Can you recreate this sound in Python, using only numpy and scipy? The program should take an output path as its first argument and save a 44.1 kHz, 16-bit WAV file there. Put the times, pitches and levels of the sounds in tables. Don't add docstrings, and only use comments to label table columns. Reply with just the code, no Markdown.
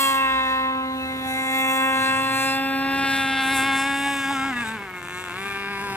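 import sys
import numpy as np
from scipy import signal
from scipy.fft import rfft, irfft, next_fast_len
from scipy.io import wavfile
from scipy.ndimage import uniform_filter1d, map_coordinates

SR = 44100
rng = np.random.default_rng(int(sys.argv[2]) if len(sys.argv) > 2 else 0)


def pcm_store(signal):
    levels = np.round(np.clip(np.atleast_2d(signal), -1, 1) * 32767)
    wavfile.write(sys.argv[1], SR, levels.astype(np.int16).T)


N = 262836
TOP_HZ = 15830
PIPE_LAG = 1.1
HALVES = np.array([[.5], [-.5]])

# start_s, spray_db, breeze_db
WASH = [(0, -42, -46), (.5, -48.5, -45), (1.1, -58, -44), (1.6, -46.5, -44), (2.1, -45, -42.5),
        (2.7, -44.5, -43.5), (3, -41, -38), (3.6, -40, -41), (4.3, -44, -40.5), (4.6, -41, -39.5),
        (4.9, -49, -43), (5.3, -47, -41.5), (5.45, -45, -41.5), (5.96, -52, -40.5)]
# order (multiple of the firing rate), middle_s,
# change_db, half_length_s
SWELLS = [(12, 0.043, 15, .1), (10, .04, 3.5, .09), (10, .15, -8, .02), (10, 0.21, 3.5, .03),
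          (13, .04, 5, .08), (14, .04, -9, .08), (16, .08, 13, .15), (7, 0.79, -9, .07), (5, .8, 6, 0.066),
          (13, 1.25, 9, 0.088), (14, 4.42, 10, .07), (7, 0.98, -10, .03), (8, 0.8, -10, .02),
          (8, 0.88, 6, .05), (8, .97, -8, 0.023), (10, 0.89, -8, .05), (7, 1.1, -8, .02),
          (4, 1.35, -8, .02), (10, 1.04, 9, 0.048), (8, 1.09, 7.5, 0.088), (3, 1.29, 4.5, 0.05),
          (3, 4.1, 3, 0.03), (3, 4.07, 5.5, 0.017), (3, 4.31, 7.5, .016), (4, 4.31, 5, .02),
          (3, 4.43, 2, 0.018), (4, 3.8, 6, .012), (13, 4.42, -7, .06), (7, 0.46, 5, 0.17),
          (3, 1.18, -12, 0.037), (4, 1.08, -6, 0.1), (8, 1.47, 11.5, 0.22), (6, 1.61, -11.5, 0.18),
          (6, 2.08, 3, 0.15), (6, 2.22, -4, 0.063), (9, 2.4, 5.5, 0.087), (4, 2.64, -4, 0.098),
          (8, 2.93, -5.5, 0.26), (5, 3.05, 2, 0.05), (4, 3.27, -9, 0.25), (4, 3.5, 3.5, 0.3),
          (5, 4.08, -11, 0.074), (3, 4.2, -9, 0.042), (5, 4.42, 10, 0.12), (5, 4.6, 4, 0.067),
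          (4, 4.7, 7, 0.097), (13, 4.53, -6, 0.03), (7, 4.65, 9.5, 0.18), (12, 4.95, 6.5, 0.077),
          (13, 1.9, 2, 0.47), (8, 4.57, 11, 0.046), (10, 4.57, -16, 0.038), (11, 4.58, 6.5, 0.046),
          (10, 5.8, 2, 0.041), (11, 4.82, 8, 0.057), (5, 4.8, 10, 0.039), (12, 4.81, -15, 0.039),
          (11, 0.99, 12, .25), (14, 1.97, -9, 0.69), (15, 1, 3.5, 1), (16, 1.4, -6, 0.25),
          (15, 2.25, -6, .25), (16, 2.3, 8, .35), (17, 2.2, 9, 0.52), (16, 4.2, -10, .25),
          (15, 4.57, 11, 0.062), (16, 5.4, 5, 0.058), (15, 5.1, 4, .06), (17, 4.69, 10, .06),
          (6, 5.48, 4, 0.14), (12, 5.56, 5.5, 0.17), (8, 5.68, 2.5, 0.22), (5, 5.85, 11.5, 0.18),
          (4, 5.95, 7, 0.067)]


def amp(db):
    return 10 ** (np.asarray(db) / 20)


def unit(x):
    return x / np.sqrt(np.mean(x ** 2) + 1e-20)


def along(points, hz):
    f, v = np.transpose(points)
    return np.interp(np.log(hz + 1), np.log(f + 1), v)


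def curves(rows):
    s, *cols = np.transpose(rows)
    return [np.interp(np.arange(N) / SR, s, c) for c in cols]


def bumps(rows):
    return sum(height * np.exp(-((np.arange(N) / SR - s) / half) ** 2) for s, height, half in rows)


def swells_of(swells, k):
    return bumps([row for order, *row in swells if round(order) == k])


def wobble(rate):
    knots = rng.standard_normal(int(N * rate / SR) + 4)
    return np.interp(np.arange(N) * rate / SR, np.arange(len(knots)), knots)


def filtered(x, response):
    m = next_fast_len(N + 8192)
    return irfft(rfft(x, m) * response(np.fft.rfftfreq(m, 1 / SR)), m)[..., :N]


def hiss(spectrum, alike):
    def response(hz):
        turn = np.arccos(np.clip(along(alike, hz), -1, 1)) / 2
        return amp(along(spectrum, hz)) * [np.cos(turn), np.sin(turn)]

    mid, side = filtered(rng.standard_normal((2, N)), response)
    return unit(np.array([mid + side, mid - side]))


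def from_boat(spectrum, lead_ms, alike):
    pair = hiss(spectrum, alike)
    at = np.arange(N) + lead_ms / 1000 * SR * HALVES
    return np.array([map_coordinates(x, [i], mode="nearest") for x, i in zip(pair, at)])


def overtones(turns, rate, spectrum, orders, spread, fade_db, fade_rate, lift_db=np.zeros(N),
              lift_hz=4100, over_hz=0, swells=(), lag=0):
    out, power = np.zeros((2, N)), 1e-12
    for k in orders:
        hz = k * rate[::64]
        lift = lift_db[::64] * np.clip((hz - lift_hz) / 700, 0, 1)
        gain = amp(along(spectrum, hz) + fade_db * wobble(fade_rate)[::64] + lift) * (hz < TOP_HZ)
        power = power + gain ** 2 / 2 * np.clip((hz - over_hz) / 200, 0, 1)
        tone = np.sin(2 * np.pi * k * turns - lag + spread * wobble(fade_rate))
        out -= amp(swells_of(swells, k)) * np.repeat(gain, 64)[:N] * tone
    return out / np.repeat(np.sqrt(power), 64)[:N]


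def shaft(lead_ms, scatter_db):
    # start_s, rate_hz
    firing = [(0, 272.5), (.17, 268.2), (.46, 262.8), (1.3, 262.1), (2.38, 267.1), (3, 272.4), (3.2, 269.9),
              (3.46, 266.6), (3.61, 267.3), (3.77, 270.6), (4.1, 279.5), (4.26, 272), (4.4, 267.1),
              (4.507, 264.7), (4.52, 251), (4.55, 241.8), (4.62, 238.5), (4.65, 219.4), (4.756, 219.4),
              (4.79, 200.6), (4.848, 198.5), (4.886, 185.3), (5.03, 175.8), (5.22, 183), (5.32, 174.7),
              (5.4, 194.7), (5.49, 198.1), (5.96, 195.9)]
    # middle_s, rise_hz
    skips = [(3.531, 5.55), (3.674, 5.2), (3.881, 3.1), (4.32, 9), (4.467, 8.35), (4.721, 4.07),
             (5.71, 3.4), (5.847, 5.5)]
    skip_half_s = .03
    steady_rate = curves(firing)[0] + bumps([(s, hz, skip_half_s) for s, hz in skips])
    rate = steady_rate * (1 + 0.001 * scatter_db ** 2 * wobble(30))
    turns = np.cumsum(rate) / SR + rate * lead_ms / 1000 * HALVES
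    return steady_rate, rate, turns


def firings(turns, scatter_db):
    # middle_s, dip_db, half_length_s
    stumbles = [(4.517, -5, 0.007), (4.552, -7, 0.008), (4.643, -4.5, 0.01), (4.785, -3, .008),
                (4.862, -5, 0.0079), (4.925, -7, .006)]
    # middle_s, dip_db, half_length_s
    four_stroking = [(4.8, -6, .012), (4.935, -6, .01), (5.014, -16, .018), (5.085, -14, .022),
                     (5.24, -14, .012), (5.265, -8, .008), (5.296, -14, .018), (5.342, -12, .007)]
    strengths = rng.standard_normal((2, 2000))
    strengths = np.clip(strengths - .75 * np.roll(strengths, 1, axis=1), -3, 1.1)
    push, snap = (map_coordinates(row, [turns[0] + 1], order=1) for row in strengths)
    alternation = (.7 - np.cos(np.pi * turns)) / 2
    miss_db = bumps(stumbles) + bumps(four_stroking) * alternation
    return scatter_db * push, miss_db, snap


def order_levels(rate):
    # start_s, level_db, dulling_db_per_octave, heading (0-2; more counts as 2)
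    hull = [(0, 0.5, -0.5, 0.18), (.3, -2, -2, 0.39), (.65, 0.5, 0.4, 0.28), (.9, 3, 4, 0.46),
            (1.12, -1, 2.5, 0.71), (1.3, -0.5, 2.5, 0.91), (1.45, -0.5, 0.7, 1.15), (1.7, 2.5, -0.26, 0.77),
            (1.95, 2.9, -0.23, .6), (2.3, 0.7, -0.27, 0.65), (2.55, 2, 0.4, 1.11), (2.8, 4.5, 2, 1.24),
            (3.05, 3, -0.87, 1.48), (3.4, 2, -1.84, 1.87), (3.6, 2.5, -1.5, 1.66), (3.9, 1.9, -1.04, 1.66),
            (4.15, 0.8, -0.76, 1.6), (4.45, 1.5, -0.35, 1.95), (4.65, 4, 2, 2.8), (4.8, 3, 3, 1.9),
            (4.92, -1, 1.5, 2.2), (5.05, 0, 1.5, 2), (5.2, 1.5, 1.3, 1.9), (5.45, 2.5, 1.43, 1.9),
            (5.96, 7, 3, 2)]
    # order (multiple), first_db, second_db, third_db
    on_pipe = [(1, -36, -32.5, -33.5), (2, -39, -37, -53), (3, -40.5, -32, -38), (4, -21, -32, -41),
               (5, -37.5, -39, -43.5), (6, -38.5, -31, -36), (7, -38.5, -35, -50.5), (8, -35.5, -37.5, -40),
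               (9, -54, -37, -47), (10, -38.5, -32.5, -46), (11, -51, -50, -47.5),
               (12, -44.5, -54.5, -48.5), (13, -49, -40, -44)]
    # pitch_hz, level_db
    off_pipe = [(180, -54), (240, -38), (390, -42), (480, -52.5), (600, -78), (780, -44.5), (900, -43.5),
                (1000, -46.5), (1200, -41), (1400, -46), (1600, -36), (1900, -46.5), (2200, -39.5),
                (2700, -42), (3200, -59)]
    # pitch_hz, level_db
    labouring = [(180, -53.5), (360, -43), (560, -60), (750, -48.5), (1050, -41.5), (1350, -40),
                 (1800, -40), (1970, -53), (2170, -39), (2400, -45)]
    on_pipe_hz, off_pipe_hz, labours_hz = 254, 243, 186
    level_db, dull_db, heading = curves(hull)
    off = np.clip((on_pipe_hz - rate) / (on_pipe_hz - off_pipe_hz), 0, 1)
    labour = np.clip((labours_hz - rate) / 5 + 1, 0, 1)
    for k, *by_heading in on_pipe:
        k = round(k)
        on_db = np.interp(heading, range(3), by_heading)
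        off_db = (1 - labour) * along(off_pipe, k * rate) + labour * along(labouring, k * rate)
        colour_db = (1 - off) * on_db + off * off_db
        yield k, colour_db + level_db - dull_db * np.log2(k) + swells_of(SWELLS, k)


def low_orders(steady_rate, rate, turns, scatter, miss_db, spread, rings):
    rasp_db, rasp_rad = 1.5, .42
    jetty_s, jetty_half_s, jetty_db = 1.15, .3, 2.5
    pipe_hz, pipe_width_hz = 1500, 380
    flicker_db = 0.92 + bumps([(jetty_s, jetty_db, jetty_half_s)])
    out = np.zeros((2, N))
    for k, db in order_levels(steady_rate):
        uneven = min(k / 7, 1)
        change_db = scatter + miss_db + flicker_db * wobble(16) + rasp_db * wobble(45)
        level = amp(db + uneven * change_db + .8 * wobble(21.97))
        pipe_lag = PIPE_LAG + np.pi / 2 + np.arctan((k * rate - pipe_hz) / pipe_width_hz)
        phase = 2 * np.pi * k * turns + 3 / k ** 2 - rings * pipe_lag
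        drift = spread * wobble(3.628) + uneven * rasp_rad * (1 - rings) * wobble(60)
        out -= np.sqrt(2) * level * np.sin(phase + drift)
    return out


def exhaust_bark(turns, rate, spread, rings):
    # pitch_hz, relative_level_db
    pipe_colour = [(1800, -2.5), (2400, -2), (2750, 4.5), (3060, -17), (3400, -3), (3620, -1), (3800, -7),
                   (4200, -11), (4500, -17), (4850, -18.5), (5200, -13.5), (5800, -53)]
    # start_s, lift_db
    ring_lift = [(0, 2.5), (.9, -19), (2, -11), (2.6, 7.5), (3.4, 0), (4.4, 11.5), (5.1, -6), (5.96, 10)]
    return overtones(turns, rate, pipe_colour, range(14, 32), spread, fade_db=2.2, fade_rate=20,
                     lift_db=curves(ring_lift)[0], over_hz=2750, swells=SWELLS,
                     lag=(PIPE_LAG + np.pi) * rings)


def outlet_crack(turns, rate, spread, lead_ms, gate):
    # pitch_hz, relative_level_db
    edge_colour = [(4600, -83), (5600, -8.5), (6800, -7), (7900, 1), (9300, -6), (11200, -6.5),
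                   (12000, -27), (13000, -33), (16000, -48)]
    # start_s, lift_db
    edge_top = [(0, 3), (.6, -4), (1, -12), (1.33, 10), (1.5, 4), (2.1, -2), (2.5, 2), (3, -4), (3.55, 4.5),
                (3.8, 0.5), (4.2, 1.5), (5, -5), (5.3, -4), (5.4, 2), (5.96, -3)]
    tones = overtones(turns, rate, edge_colour, range(20, 68), .6 + .25 * spread, fade_db=2.5,
                      fade_rate=10, lift_db=curves(edge_top)[0], lift_hz=9200)
    puffs = unit(gate * from_boat(edge_colour, lead_ms, [(5000, 0.16)]))
    noise_share = .07
    return np.sqrt(1 - noise_share) * tones + np.sqrt(noise_share) * puffs


def jet_sizzle(turns, rate, lead_ms, gate):
    # pitch_hz, relative_level_db
    jet_colour = [(9000, -17), (11800, -0.5), (13000, 3), (15000, -0.5), (16000, -21)]
    noise = from_boat(jet_colour, lead_ms, [(5000, 0.067)])
    noise = unit((1.0 + gate) * amp(2.5 * wobble(51)) * noise)
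    tones = overtones(turns, rate, jet_colour, range(42, 88), 1.1, fade_db=3, fade_rate=20)
    return .75 * noise + .65 * tones


def spray(lead_ms, gate):
    # pitch_hz, relative_level_db
    spray_colour = [(100, -51), (250, 3.5), (420, -21), (640, -8), (900, 0), (1400, -5.5), (2200, -2),
                    (2700, -2), (3200, -7), (4000, -16), (5000, -29), (8000, -23), (16000, -42)]
    surge_db = 1.2 * wobble(12)
    water = from_boat(spray_colour, lead_ms, [(300, 0.99), (1500, 0.52), (4000, 0.11)])
    return amp(curves(WASH)[0] + surge_db) * water * (.9 + .7 * gate)


def boat():
    # start_s, left_port_leads_ms, left_minus_right_db
    bearing = [(0, .06, -.9), (.5, .095, -.9), (.95, .12, -.3), (1.35, .1, -.5), (1.75, .08, -.5),
               (2.15, .055, 0), (2.55, .033, 0), (2.95, 0, .2), (3.35, -.03, .3), (3.75, -.057, .4),
               (4.15, -.085, .3), (4.55, -.11, .4), (5.35, -.12, .7), (5.96, -.15, .5)]
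    # start_s, firing_scatter_db (per unit of strength), pulse_spread_radians
    burn = [(0, 1.2, .8), (.4, 1, 1.2), (1.1, 1.1, 1.6), (2.6, .9, 1.2), (3.05, 1.1, .65), (4.3, 1.2, .7),
            (4.6, 1.8, .5), (4.9, 2.1, .25), (5, 1.5, .2), (5.33, 1.6, .2), (5.42, 1.6, .7),
            (5.96, 1.5, .8)]
    # start_s, bark_db, crack_db, sizzle_db
    outlet = [(0, -29, -28, -28), (.2, -39, -44.5, -46), (.4, -32, -48.5, -57), (.81, -42.5, -58.5, -61),
              (1.23, -36, -49, -55), (1.33, -33, -38, -48), (1.49, -37, -40, -55),
              (1.59, -29, -37.5, -40.5), (1.66, -38, -39.5, -46), (1.76, -34, -35, -38),
              (1.87, -40, -43.5, -46), (2.07, -26, -38, -44), (2.12, -36, -42.5, -48),
              (2.17, -39, -38.5, -49), (2.22, -35, -41.5, -45), (2.51, -30, -37.5, -47),
              (2.6, -39, -53, -50.5), (2.89, -36, -55.5, -51), (2.99, -34, -39, -47), (3.04, -32, -43, -48),
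              (3.14, -28.5, -36, -43), (3.24, -33, -41.5, -53), (3.4, -30, -44, -58),
              (3.49, -31.5, -35, -48), (3.53, -27, -38, -52), (3.57, -31.5, -33.5, -46),
              (3.7, -35, -42, -56), (3.79, -33.5, -35.5, -52), (3.9, -39, -41.5, -56), (4.1, -41, -38, -47),
              (4.32, -41.5, -41, -51), (4.55, -45, -50, -68), (4.675, -38, -40.5, -56),
              (4.72, -43, -47.5, -66), (4.91, -52, -60.5, -65), (5.06, -41.5, -45.5, -59),
              (5.54, -37.5, -49, -61), (5.75, -39, -52.5, -62), (5.96, -38, -47, -55)]
    # start_s, share (0-1)
    ringing = [(4.35, 0), (4.48, .6), (4.9, .85), (5.4, .85), (5.5, .4)]
    lead_ms, pan_db = curves(bearing)
    scatter_db, spread = curves(burn)
    bark_db, crack_db, sizzle_db = curves(outlet)
    rings = curves(ringing)[0]
    steady_rate, rate, turns = shaft(lead_ms, scatter_db)
    scatter, miss_db, snap = firings(turns, scatter_db)
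    gate = ((1 + np.cos(2 * np.pi * turns)) / 2) ** 3

    low = low_orders(steady_rate, rate, turns, scatter, miss_db, spread, rings)
    bark_db = uniform_filter1d(bark_db, size=2200) - 6.0
    bark = amp(scatter + miss_db + bark_db) * exhaust_bark(turns, rate, spread, rings)
    crack = amp(crack_db) * outlet_crack(turns, rate, spread, lead_ms, gate)
    sizzle = amp(sizzle_db) * jet_sizzle(turns, rate, lead_ms, gate)
    treble = amp(scatter + miss_db + 0.71 * snap + 1.86 * wobble(14)) * (crack + sizzle)
    return (low + bark + treble + spray(lead_ms, gate)) * amp(pan_db * HALVES)


def breeze():
    # pitch_hz, relative_level_db
    air_colour = [(20, -26), (50, -9), (110, -2), (200, -6), (400, -8.5), (630, -14), (1000, -11),
                  (3000, -18.5), (5500, -30), (12000, -31.5), (16000, -46)]
    # pitch_hz, likeness (0-1)
    air_alike = [(30, .85), (80, .95), (300, .96), (1000, .85), (3000, .6), (16000, .5)]
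    air = amp(curves(WASH)[1] + 1.5 * wobble(3.33)) * hiss(air_colour, air_alike)
    return air * amp([[-.7], [.7]])


def motor():
    # start_s, pitch_hz, rms_level_db
    motor_run = [(.05, 47.5, -69), (.3, 56.3, -48), (.6, 62, -51), (.75, 70.4, -59), (1.05, 80.45, -47),
                 (1.45, 89.4, -54), (1.8, 100.1, -56), (2.15, 111, -44.5), (2.45, 122.5, -45),
                 (2.7, 114.5, -60), (2.9, 111, -74)]
    hz, db = curves(motor_run)
    return np.sqrt(2) * amp(db + 0.89 * wobble(8.3)) * np.sin(2 * np.pi * np.cumsum(hz) / SR)


def slaps():
    # start_s, level_db, pitch_hz
    wave_hits = [(2.98, -28, 140.3), (3.03, -27, 281), (3.085, -32, 150), (3.125, -34, 150),
                 (3.2, -35, 120), (3.24, -31, 140), (4.06, -30, 760), (4.3, -27, 900), (4.44, -29, 950)]
    out, t = np.zeros(N), np.arange(SR // 5) / SR
    for s, db, hz in wave_hits:
        band = signal.butter(2, [hz * 0.61, hz * 1.9], "band", fs=SR, output="sos")
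        splash = unit(signal.sosfilt(band, rng.standard_normal(len(t))))
        thump = amp(-60 * t / 0.095) * np.sin(2 * np.pi * hz * t)
        hit = thump + amp(-6 - 60 * t / 0.16) * splash
        out[round(s * SR):][:len(t)] += amp(db) * (1 - np.exp(-t / 0.005)) * hit
    return out


def insect():
    # start_s, level_db
    ticks = [(4.3367, -54), (4.3976, -47), (4.45, -51), (4.5074, -48), (4.5687, -46), (4.6296, -45),
             (4.679, -42), (4.7363, -48), (4.7905, -45), (4.8425, -51), (4.901, -45), (4.9594, -45.5),
             (5.0222, -52), (5.0777, -51), (5.1456, -51), (5.2012, -47)]
    out, t = np.zeros(N), np.arange(SR // 50) / SR
    for (s, db), (bend, third, lower) in zip(ticks, rng.uniform(-1.1, 1, (len(ticks), 3))):
        wing_beats = [(.001, 0.84), (.0052, 0.88), (.0095, .3 + .3 * third)]  # s, strength
        clicks = sum(g * np.exp(-((t - at) / .0006) ** 2) for at, g in wing_beats)
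        upper_mode = np.sin(2 * np.pi * 14300 * (1 + 0.023 * bend) * t)
        lower_mode = (0.66 + .4 * lower) * np.sin(2 * np.pi * 13000 * t)
        out[round(s * SR):][:len(t)] += amp(db) * clicks * (upper_mode + lower_mode)
    return out


def through_ports(x):
    # pitch_hz, left_port_leads_radians
    port_turn = [(100, .1), (270, .25), (800, .3), (1050, .95), (1350, 1), (1600, .85), (2150, .8),
                 (2650, .5), (4000, .6), (4600, 2.1), (6000, 3.2), (7000, 3.8), (10500, 3.6), (16000, 5)]
    # pitch_hz, left_minus_right_db
    port_balance = [(100, -2.5), (270, -1.5), (530, 3), (800, -1), (1060, 0.5), (1600, 3.5), (2150, 1.5),
                    (3400, -2.5), (8000, 1.5), (14000, 0)]

    def response(hz):
        return amp(along(port_balance, hz) * HALVES) * np.exp(1j * along(port_turn, hz) * HALVES)

    return filtered(x, response)


def scene():
    return through_ports(boat() + motor() + slaps()) + breeze() + insect()


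def record(dry):
    return filtered(dry, lambda hz: hz < TOP_HZ)


dry = scene()
out = record(dry)
pcm_store(out)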